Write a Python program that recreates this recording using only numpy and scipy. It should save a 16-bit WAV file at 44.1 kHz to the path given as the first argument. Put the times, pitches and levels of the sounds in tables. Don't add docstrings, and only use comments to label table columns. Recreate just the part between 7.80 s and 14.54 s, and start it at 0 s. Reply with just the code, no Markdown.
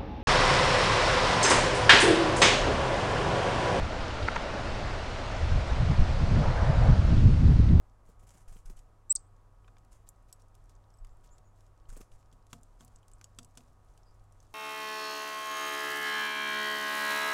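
import sys
import numpy as np
from scipy import signal
from scipy.fft import rfft, irfft
from scipy.io import wavfile
from scipy.ndimage import uniform_filter1d

SR = 44100
rng = np.random.default_rng(int(sys.argv[2]) if len(sys.argv) > 2 else 0)


def inscribe(sig):
    pcm = np.round(np.clip(np.atleast_2d(sig).T, -1, 1) * 32767)
    wavfile.write(sys.argv[1], SR, pcm.astype(np.int16))


N = 297234
TIME = np.arange(N) / SR
TOP_HZ = 16100


def amp(db):
    return 10 ** (np.asarray(db) / 20)


def unit(x):
    return x / np.sqrt(np.mean(x ** 2) + 1e-20)


def seconds(length):
    return np.arange(int(length * SR)) / SR


def spectrum_db(points, hz):
    f, db = np.transpose(points)
    return np.interp(np.log(hz + 1), np.log(f), db)


def add(mix, s, sound):
    part = mix[max(round(s * SR), 0):][:len(sound)]
    part += sound[:len(part)]


def filtered(x, order, hz, kind):
    return signal.sosfilt(signal.butter(order, hz, kind, fs=SR, output="sos"), x)


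def colour(x, points):
    return unit(irfft(rfft(x) * amp(spectrum_db(points, np.fft.rfftfreq(N, 1 / SR))), N))


def drift(rate_hz):
    hz = np.fft.rfftfreq(N, 1 / SR)
    return unit(irfft(rfft(rng.standard_normal(N)) * np.exp(-(hz / rate_hz) ** 2), N))


def swell(length, rise):
    u = seconds(length) / length
    return np.minimum(u / rise, 1) * np.sqrt(1 - u)


def causal(db):
    log_gain = np.log(amp(np.r_[db, db[-2:0:-1]]))
    return np.fft.ifft(np.exp(np.conj(signal.hilbert(log_gain)))).real


def echoes(x, delay, t60):
    t = seconds(.5)
    taps = rng.standard_normal(len(t)) * (rng.random(len(t)) < .1) * (t > delay) * amp(-60 * t / t60)
    return signal.oaconvolve(x, taps / np.linalg.norm(taps))[:N]


def ring(blows, modes, vary_db, rise_s=0.00048):
    out, t = np.zeros(N), seconds(.5)
    for s, db in blows:
        spot_db = vary_db * rng.standard_normal(len(modes))
        ringing = sum(amp(db + mode_db + offset_db - 60 * t / t60) * np.sin(2 * np.pi * hz * t)
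                      for (hz, mode_db, t60), offset_db in zip(modes, spot_db))
        add(out, s, (1 - np.exp(-t / rise_s)) * ringing)
    return out


# (frequency [Hz], relative density [dB])
TRAFFIC_SPECTRUM = [(15, -7), (35, 2.5), (52, -7), (80, -16.5), (125, -15.5), (180, -25), (300, -27),
                    (700, -26.5), (1250, -31), (2200, -44.5), (4000, -50.5), (7500, -49), (11000, -54),
                    (16000, -63)]
def traffic(db=-58.5, swing_db=0.4):
    return amp(db + swing_db * drift(4.04)) * colour(rng.standard_normal(N), TRAFFIC_SPECTRUM)


# (frequency [Hz], level [dB], waver [Hz])
HUM_TONES = [(98.7, -65.5, 1.3), (753, -84.5, 9.5), (972, -83.5, 9.3), (1114, -83, 2.5),
             (1250, -83.5, 13.84)]
def hum(swing_db=2.0):
    out = np.zeros(N)
    for hz, db, waver in HUM_TONES:
        level = np.sqrt(2) * amp(db + swing_db * drift(4.7))
        out += level * np.sin(2 * np.pi * np.cumsum(hz + waver * drift(11)) / SR)
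    return out


# (time [s], level [dB])
GUST_CURVE = [(0, -72), (3.13, -69), (3.22, -48), (3.33, -47), (3.45, -62), (6.74, -77)]
def breeze():
    return amp(np.interp(TIME, *np.transpose(GUST_CURVE))) * unit(filtered(drift(32), 2, 22, "high"))


# (time [s], length [s], start pitch [Hz], end pitch [Hz], level [dB])
FAR_CALLS = [(3.29, 0.033, 6900, 7600, -83), (3.501, 0.046, 6660, 7900, -72),
             (3.63, 0.064, 6790, 6780, -84), (6.244, 0.072, 4980, 4790, -81)]
def peeps(waver=0.028):
    out, wobble = np.zeros(N), 1 + waver * drift(250)
    for s, length, start_hz, end_hz, db in FAR_CALLS:
        hz = np.linspace(start_hz, end_hz, int(length * SR))
        phase = 2 * np.pi * np.cumsum(hz * wobble[int(s * SR):][:len(hz)]) / SR
        add(out, s, np.sqrt(2) * amp(db) * signal.windows.tukey(len(hz), .7) * np.sin(phase))
    return out


# (time [s], beats [count], beat length [s], swish [dB], air push [dB])
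WING_BEATS = [(0.252, 2, 0.043, -68.5, -53), (0.391, 2, 0.032, -68, -50.5), (0.467, 5, 0.034, -61.5, -68),
              (0.676, 3, 0.044, -60.5, -40.5), (0.852, 2, 0.042, -61, -39), (0.962, 1, 0.042, -62.5, -46),
              (2.109, 1, 0.069, -65, -55), (4.086, 4, 0.038, -58, -40.5), (4.312, 1, 0.058, -65.5, -47)]
# (time [s], level [dB], thump [Hz])
CLOSE_BEATS = [(0.288, -59.5, 172), (0.428, -62.5, 207), (0.545, -60.5, 157), (0.712, -61, 136),
               (0.757, -58, 160), (0.898, -55, 177), (4.121, -62.5, 212), (4.165, -50.5, 335),
               (4.196, -60.5, 260), (4.205, -55.5, 237)]
# (frequency [Hz], relative density [dB])
FEATHER_SPECTRUM = [(60, 17.5), (200, -7), (500, -1.5), (1200, -3.5), (2500, -7.5), (4000, -13),
                    (7000, -2.5), (10000, -7.5), (13000, -16.5), (16000, -25)]
EDDY_SPECTRUM = [(60, -22), (130, -5), (220, -3), (470, 5), (640, -4.5), (2000, -22.5)]
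def wings(swish_fade_db=-0.55, push_fade_db=-2.5, snap_db=6, snap_s=0.011, buffet_s=0.0193):
    swish, push, eddies = np.zeros((3, N))
    for start, beats, length, db, push_db in WING_BEATS:
        stroke_s = 1.08 * length
        stroke = swell(stroke_s, rise=0.16) * amp(snap_db * np.exp(-seconds(stroke_s) / snap_s))
        u = seconds(length) / length
        wave = -np.sin(2 * np.pi * u) * signal.windows.tukey(len(u), .3)
        for k in range(round(beats)):
            add(swish, start + k * length, amp(db + k * swish_fade_db) * stroke)
            add(push, start + k * length, amp(push_db + k * push_fade_db) * wave)
    for s, db, hz in CLOSE_BEATS:
        add(eddies, s, amp(db - 3) * swell(buffet_s, rise=0.086))
        turns = hz * (seconds(buffet_s) - buffet_s / 3)
        add(push, s, -amp(db + 6) * np.sin(2 * np.pi * turns) * np.exp(-2 * turns ** 2))
    barbs = rng.standard_normal(N) * np.exp(0.34 * drift(760))
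    rustle = amp(-1) * swish * colour(barbs, FEATHER_SPECTRUM)
    rustle += amp(-9) * echoes(rustle, delay=0.01, t60=0.27)
    return rustle + push + eddies * colour(rng.standard_normal(N), EDDY_SPECTRUM)


# (time [s], activity [0-1])
ACTIVITY = [(1.4, 0.1), (1.9, 0.38), (3.6, 0.45), (4.3, 0.05), (4.7, 0.56), (5.8, 0.78), (6.1, 0.7),
            (6.6, 0.95)]
def busy(s):
    return np.interp(s, *np.transpose(ACTIVITY))


# (time [s], length [s], level [dB])
FOOT_SCUFFS = [(2.266, 0.022, -67), (2.477, 0.045, -73), (2.592, 0.029, -72), (2.886, 0.041, -76),
               (3.433, 0.041, -66.5), (3.738, 0.15, -80), (4.376, 0.054, -76), (4.696, 0.057, -71.5),
               (4.80, 0.089, -89), (4.989, 0.055, -69), (6.34, 0.029, -88), (6.617, 0.11, -91)]
# (frequency [Hz], gain [dB])
HUSK_SPECTRUM = [(500, -22), (2000, -5.5), (4000, -4), (7500, 0), (11000, -8), (16000, -15.5)]
def seed(grains_per_s=900, size_db=4, idle_db=-83, spill_db=-16.5, spill_s=0.069):
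    stir = busy(TIME) * amp(idle_db + 3 * drift(11))
    for s, length, db in FOOT_SCUFFS:
        add(stir, s, amp(db) * swell(length, rise=0.29))
    for s, *_, knock_db in HARD_PECKS:
        add(stir, s, amp(knock_db + spill_db) * swell(spill_s, rise=0.088))
    edges, grains = np.geomspace(1200, TOP_HZ, 7), np.zeros(N)
    for band in zip(edges, edges[1:]):
        sizes = rng.choice([-1, 1], N) * amp(size_db * np.minimum(rng.exponential(1, N), 3))
        clicks = sizes * (rng.random(N) < grains_per_s / SR)
        grains += filtered(clicks, 2, band, "band")
    return stir * colour(grains, HUSK_SPECTRUM)


# (frequency [Hz], gain [dB])
CONTACT_SPECTRUM = [(200, -18), (1000, 16), (1420, 15.5), (1850, 4), (3000, 5), (4200, -0.5), (5500, 4),
                    (7700, 6), (9200, 1.5), (11000, 1), (16000, -11.5)]
def crunch(db, centre_hz, spread, decay_ms, size=1024, lumpy=0.58, skirt_db=-30, bite=0.45):
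    age = 1000 * np.arange(size) / SR / decay_ms
    grit, lumps = rng.standard_normal((2, size))
    burst = grit * np.exp(lumpy * np.tanh(lumps)) * (1 - np.exp(-age / bite)) * np.exp(-age ** 0.93 / 2)
    hz = np.fft.rfftfreq(size, 1 / SR)
    band = np.exp(-.5 * (np.log2((hz + 1) / centre_hz) / spread) ** 2)
    tone_db = 20 * np.log10(band + amp(skirt_db)) + spectrum_db(CONTACT_SPECTRUM, hz)
    tick = signal.fftconvolve(burst, causal(tone_db)[:size // 2])
    return amp(db) * 10 * tick / np.linalg.norm(tick)


def nibbles(peak_per_s=22, db=-73.5, centre_hz=6800, vary_db=2, vary_octaves=0.63, slots=260):
    out, slot_s = np.zeros(N), N / SR / slots
    for k, (when, chance, loud, high) in enumerate(rng.random((slots, 4))):
        s = (k + when) * slot_s
        hz = centre_hz * 2 ** (vary_octaves * (2 * high - 1))
        tick = crunch(db + vary_db * (2 * loud - 1), hz, spread=0.59, decay_ms=0.96)
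        add(out, s, tick * (chance < peak_per_s * slot_s * busy(s)))
    return out


# (time [s], level [dB], centre [Hz], spread [octaves])
LIGHT_TICKS = [(0.492, -57.5, 5900, 0.7), (.552, -66, 2200, 0.64), (.581, -64.5, 8550, 0.54),
               (.766, -63.5, 2590, 0.45), (0.762, -72, 4770, 1.7), (.858, -60.5, 7500, 1.2),
               (0.898, -57.5, 6000, 1.7), (.975, -67.5, 3300, 0.48), (0.991, -59, 5800, 1.2),
               (1.845, -67.5, 2880, 0.45), (1.968, -62, 2620, 0.65), (1.983, -65, 5500, 1.2),
               (2.048, -69, 7340, 1.2), (2.129, -61.5, 8000, 0.94), (2.289, -46, 10800, 0.54),
               (2.5266, -47.5, 7900, 0.83), (2.62, -64, 6900, 0.57), (2.751, -61, 7200, 1.6),
               (2.895, -62.5, 6600, 0.93), (2.952, -68, 6400, .3), (3.04, -72, 4040, .35),
               (3.103, -68.5, 6060, 0.82), (3.247, -58, 4830, 1.3), (3.27, -68, 7500, 1.1),
               (3.474, -68, 5700, 0.61), (3.491, -71, 4040, 0.44), (3.582, -61, 5360, 0.75),
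               (3.807, -66, 6000, 1.4), (3.865, -70, 4480, 1.2), (4.055, -71.5, 3220, 0.4),
               (4.101, -55.5, 6660, 0.61), (4.102, -58.5, 1620, 0.24), (4.16, -64, 2800, 0.54),
               (4.173, -54, 8500, 0.26), (4.2128, -53.5, 5000, 2.4), (4.318, -67.5, 3320, 0.4),
               (4.427, -71, 3400, .6), (4.667, -64.5, 7080, 1.5), (4.832, -57, 9040, 0.74),
               (5.048, -56, 14000, 0.76), (5.079, -61, 8000, 1.1), (5.1593, -57, 6440, 0.43),
               (5.23, -67.5, 3220, 0.26), (5.2813, -59.5, 8500, 1.3), (5.315, -62.5, 7950, 0.97),
               (5.335, -54.5, 8140, 0.14), (5.4421, -51.5, 8000, 1), (5.63, -56.5, 7500, 0.82),
               (5.6467, -55, 7500, 0.75), (5.753, -65, 6100, 0.97), (5.78, -55, 4480, 0.8),
               (5.806, -62, 3500, 1.3), (6.1758, -61.5, 7500, 1.3), (6.232, -67, 5200, 0.35),
               (6.523, -65.5, 7550, 0.77), (6.602, -61, 6050, 0.51), (6.6277, -65.5, 7500, 0.66)]
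def ticks():
    out = np.zeros(N)
    for s, db, centre_hz, spread in LIGHT_TICKS:
        add(out, s, crunch(db, centre_hz, spread, decay_ms=0.9 * spread ** 0.15))
    return out


# (time [s], level [dB])
PERCH_TOUCHES = [(2.527, -48.5), (3.140, -64), (3.186, -65)]
# (frequency [Hz], gain [dB], t60 [s])
PERCH_MODES = [(3830, -17, 0.023), (5370, 1.5, 0.017), (7970, -0.5, 0.039), (11700, -15, .025),
               (14500, -18, .03)]
def perch():
    return ring(PERCH_TOUCHES, PERCH_MODES, vary_db=2)


# (time [s], level [dB])
SHELL_SNAPS = [(5.1593, -59), (5.4424, -42), (5.6302, -52), (5.647, -56)]
# (frequency [Hz], gain [dB], t60 [s])
SHELL_MODES = [(2860, -11, 0.015), (4600, -5.5, 0.011), (5400, -3, 0.0092), (6760, 1, 0.0091),
               (7810, 4.5, .012), (9250, -4, 0.0088), (10900, -11, .007)]
def shells():
    return ring(SHELL_SNAPS, SHELL_MODES, vary_db=2)


# (time [s], crack [dB], centre [Hz], spread [octaves], decay [ms], knock [dB])
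HARD_PECKS = [(1.878, -55.5, 1758, 1.2, 1.9, -78.5), (4.5264, -63.5, 5960, 1.5, 2.4, -70.5),
              (4.73, -41.5, 3600, 1.56, 1.23, -56.5), (5.0074, -58, 2600, 3.6, 2.5, -63.5),
              (5.4126, -52.5, 3820, 1.2, 0.87, -72), (5.587, -41, 4700, 1.01, 1.25, -60.5),
              (5.7732, -46.5, 5960, 1.23, 1.2, -61.5)]
def pecks():
    out = np.zeros(N)
    for s, db, centre_hz, spread, decay_ms, _ in HARD_PECKS:
        add(out, s, crunch(db, centre_hz, spread, decay_ms))
    return out


# (frequency [Hz], gain [dB], t60 [s])
KNOCK_MODES = [(132.5, -0.5, 0.35), (161, 3.5, 0.2), (219, 1.5, 0.25), (249.7, 4, 0.26), (338, 2.5, 0.053),
               (477, -6, 0.23), (656, -3.5, .12), (700, -5.5, 0.3), (800, -9, 0.068), (1000, -1, 0.071),
               (1123, -13, 0.17), (1274, -8, 0.043), (1470, 11, 0.012), (3307, 12, 0.012), (6440, 10, .01),
               (7450, 10.5, 0.015), (9630, 4, .009)]
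def tray():
    return ring([(s, knock_db) for s, *_, knock_db in HARD_PECKS], KNOCK_MODES, vary_db=1.2)


# (time [s], pitch [Hz], level [dB])
CHIP_ARCH = [(1.2958, 7250, -70), (1.2968, 7380, -43), (1.300, 7430, -37), (1.3052, 7610, -23),
             (1.316, 7960, -21.9), (1.326, 8130, -27.3), (1.358, 8150, -27.8), (1.36, 7500, -29.5),
             (1.3625, 5500, -34), (1.3645, 4750, -43.5), (1.3692, 4480, -47.5), (1.373, 4400, -68)]
def chip(octave_db=-35, hiss_db=-48, hiss_hz=(4500, 9000), full_rasp=0.42, rasp_fall_hz=2000):
    s, hz, db = np.transpose(CHIP_ARCH)
    t, out = s[0] + seconds(s[-1] - s[0]), np.zeros(N)
    pitch = uniform_filter1d(np.interp(t, s, hz), size=40)
    level_db = uniform_filter1d(np.interp(t, s, db), size=40)
    fallen_hz = np.maximum.accumulate(pitch) - pitch
    rasp = full_rasp * np.clip(fallen_hz / rasp_fall_hz, 0, 1)
    phase = 2 * np.pi * np.cumsum(pitch) / SR + .5 * rasp * drift(700)[:len(t)]
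    level = amp(level_db) * (1 + .5 * rasp * drift(900)[:len(t)])
    whistle = np.sqrt(2) * (np.sin(phase) + amp(octave_db) * np.sin(2 * phase))
    hiss = unit(filtered(rng.standard_normal(len(t)), 4, hiss_hz, "band"))
    add(out, s[0], level * (whistle + (amp(hiss_db) + rasp) * hiss))
    return out


def scene():
    taps = ticks() + pecks() + nibbles() + perch() + shells() + seed()
    taps += amp(-14) * echoes(taps, delay=.0025, t60=.0546) + amp(-31) * echoes(taps, delay=.012, t60=.18)
    call, far = chip(), peeps()
    off_feeders = amp(-17) * echoes(call, delay=.002, t60=.05)
    off_yard = amp(-36) * echoes(call, delay=.032, t60=.15) + amp(-48) * echoes(call, delay=.06, t60=.4)
    far += amp(3) * echoes(far, delay=.006, t60=.11)
    near = taps + call + off_feeders + off_yard + tray() + wings()
    return (near + far + traffic() + hum() + breeze())[None]


def record(dry):
    dropout = (TIME > 1.3263) & (TIME < 1.3526)
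    muffled = amp(-22.5) * filtered(dry, 4, 1500, "low")
    band_limit = signal.firwin(401, TOP_HZ, window=("kaiser", 9), fs=SR)
    return signal.oaconvolve(np.where(dropout, muffled, dry), band_limit[None], "same")


dry = scene()
out = record(dry)
inscribe(out)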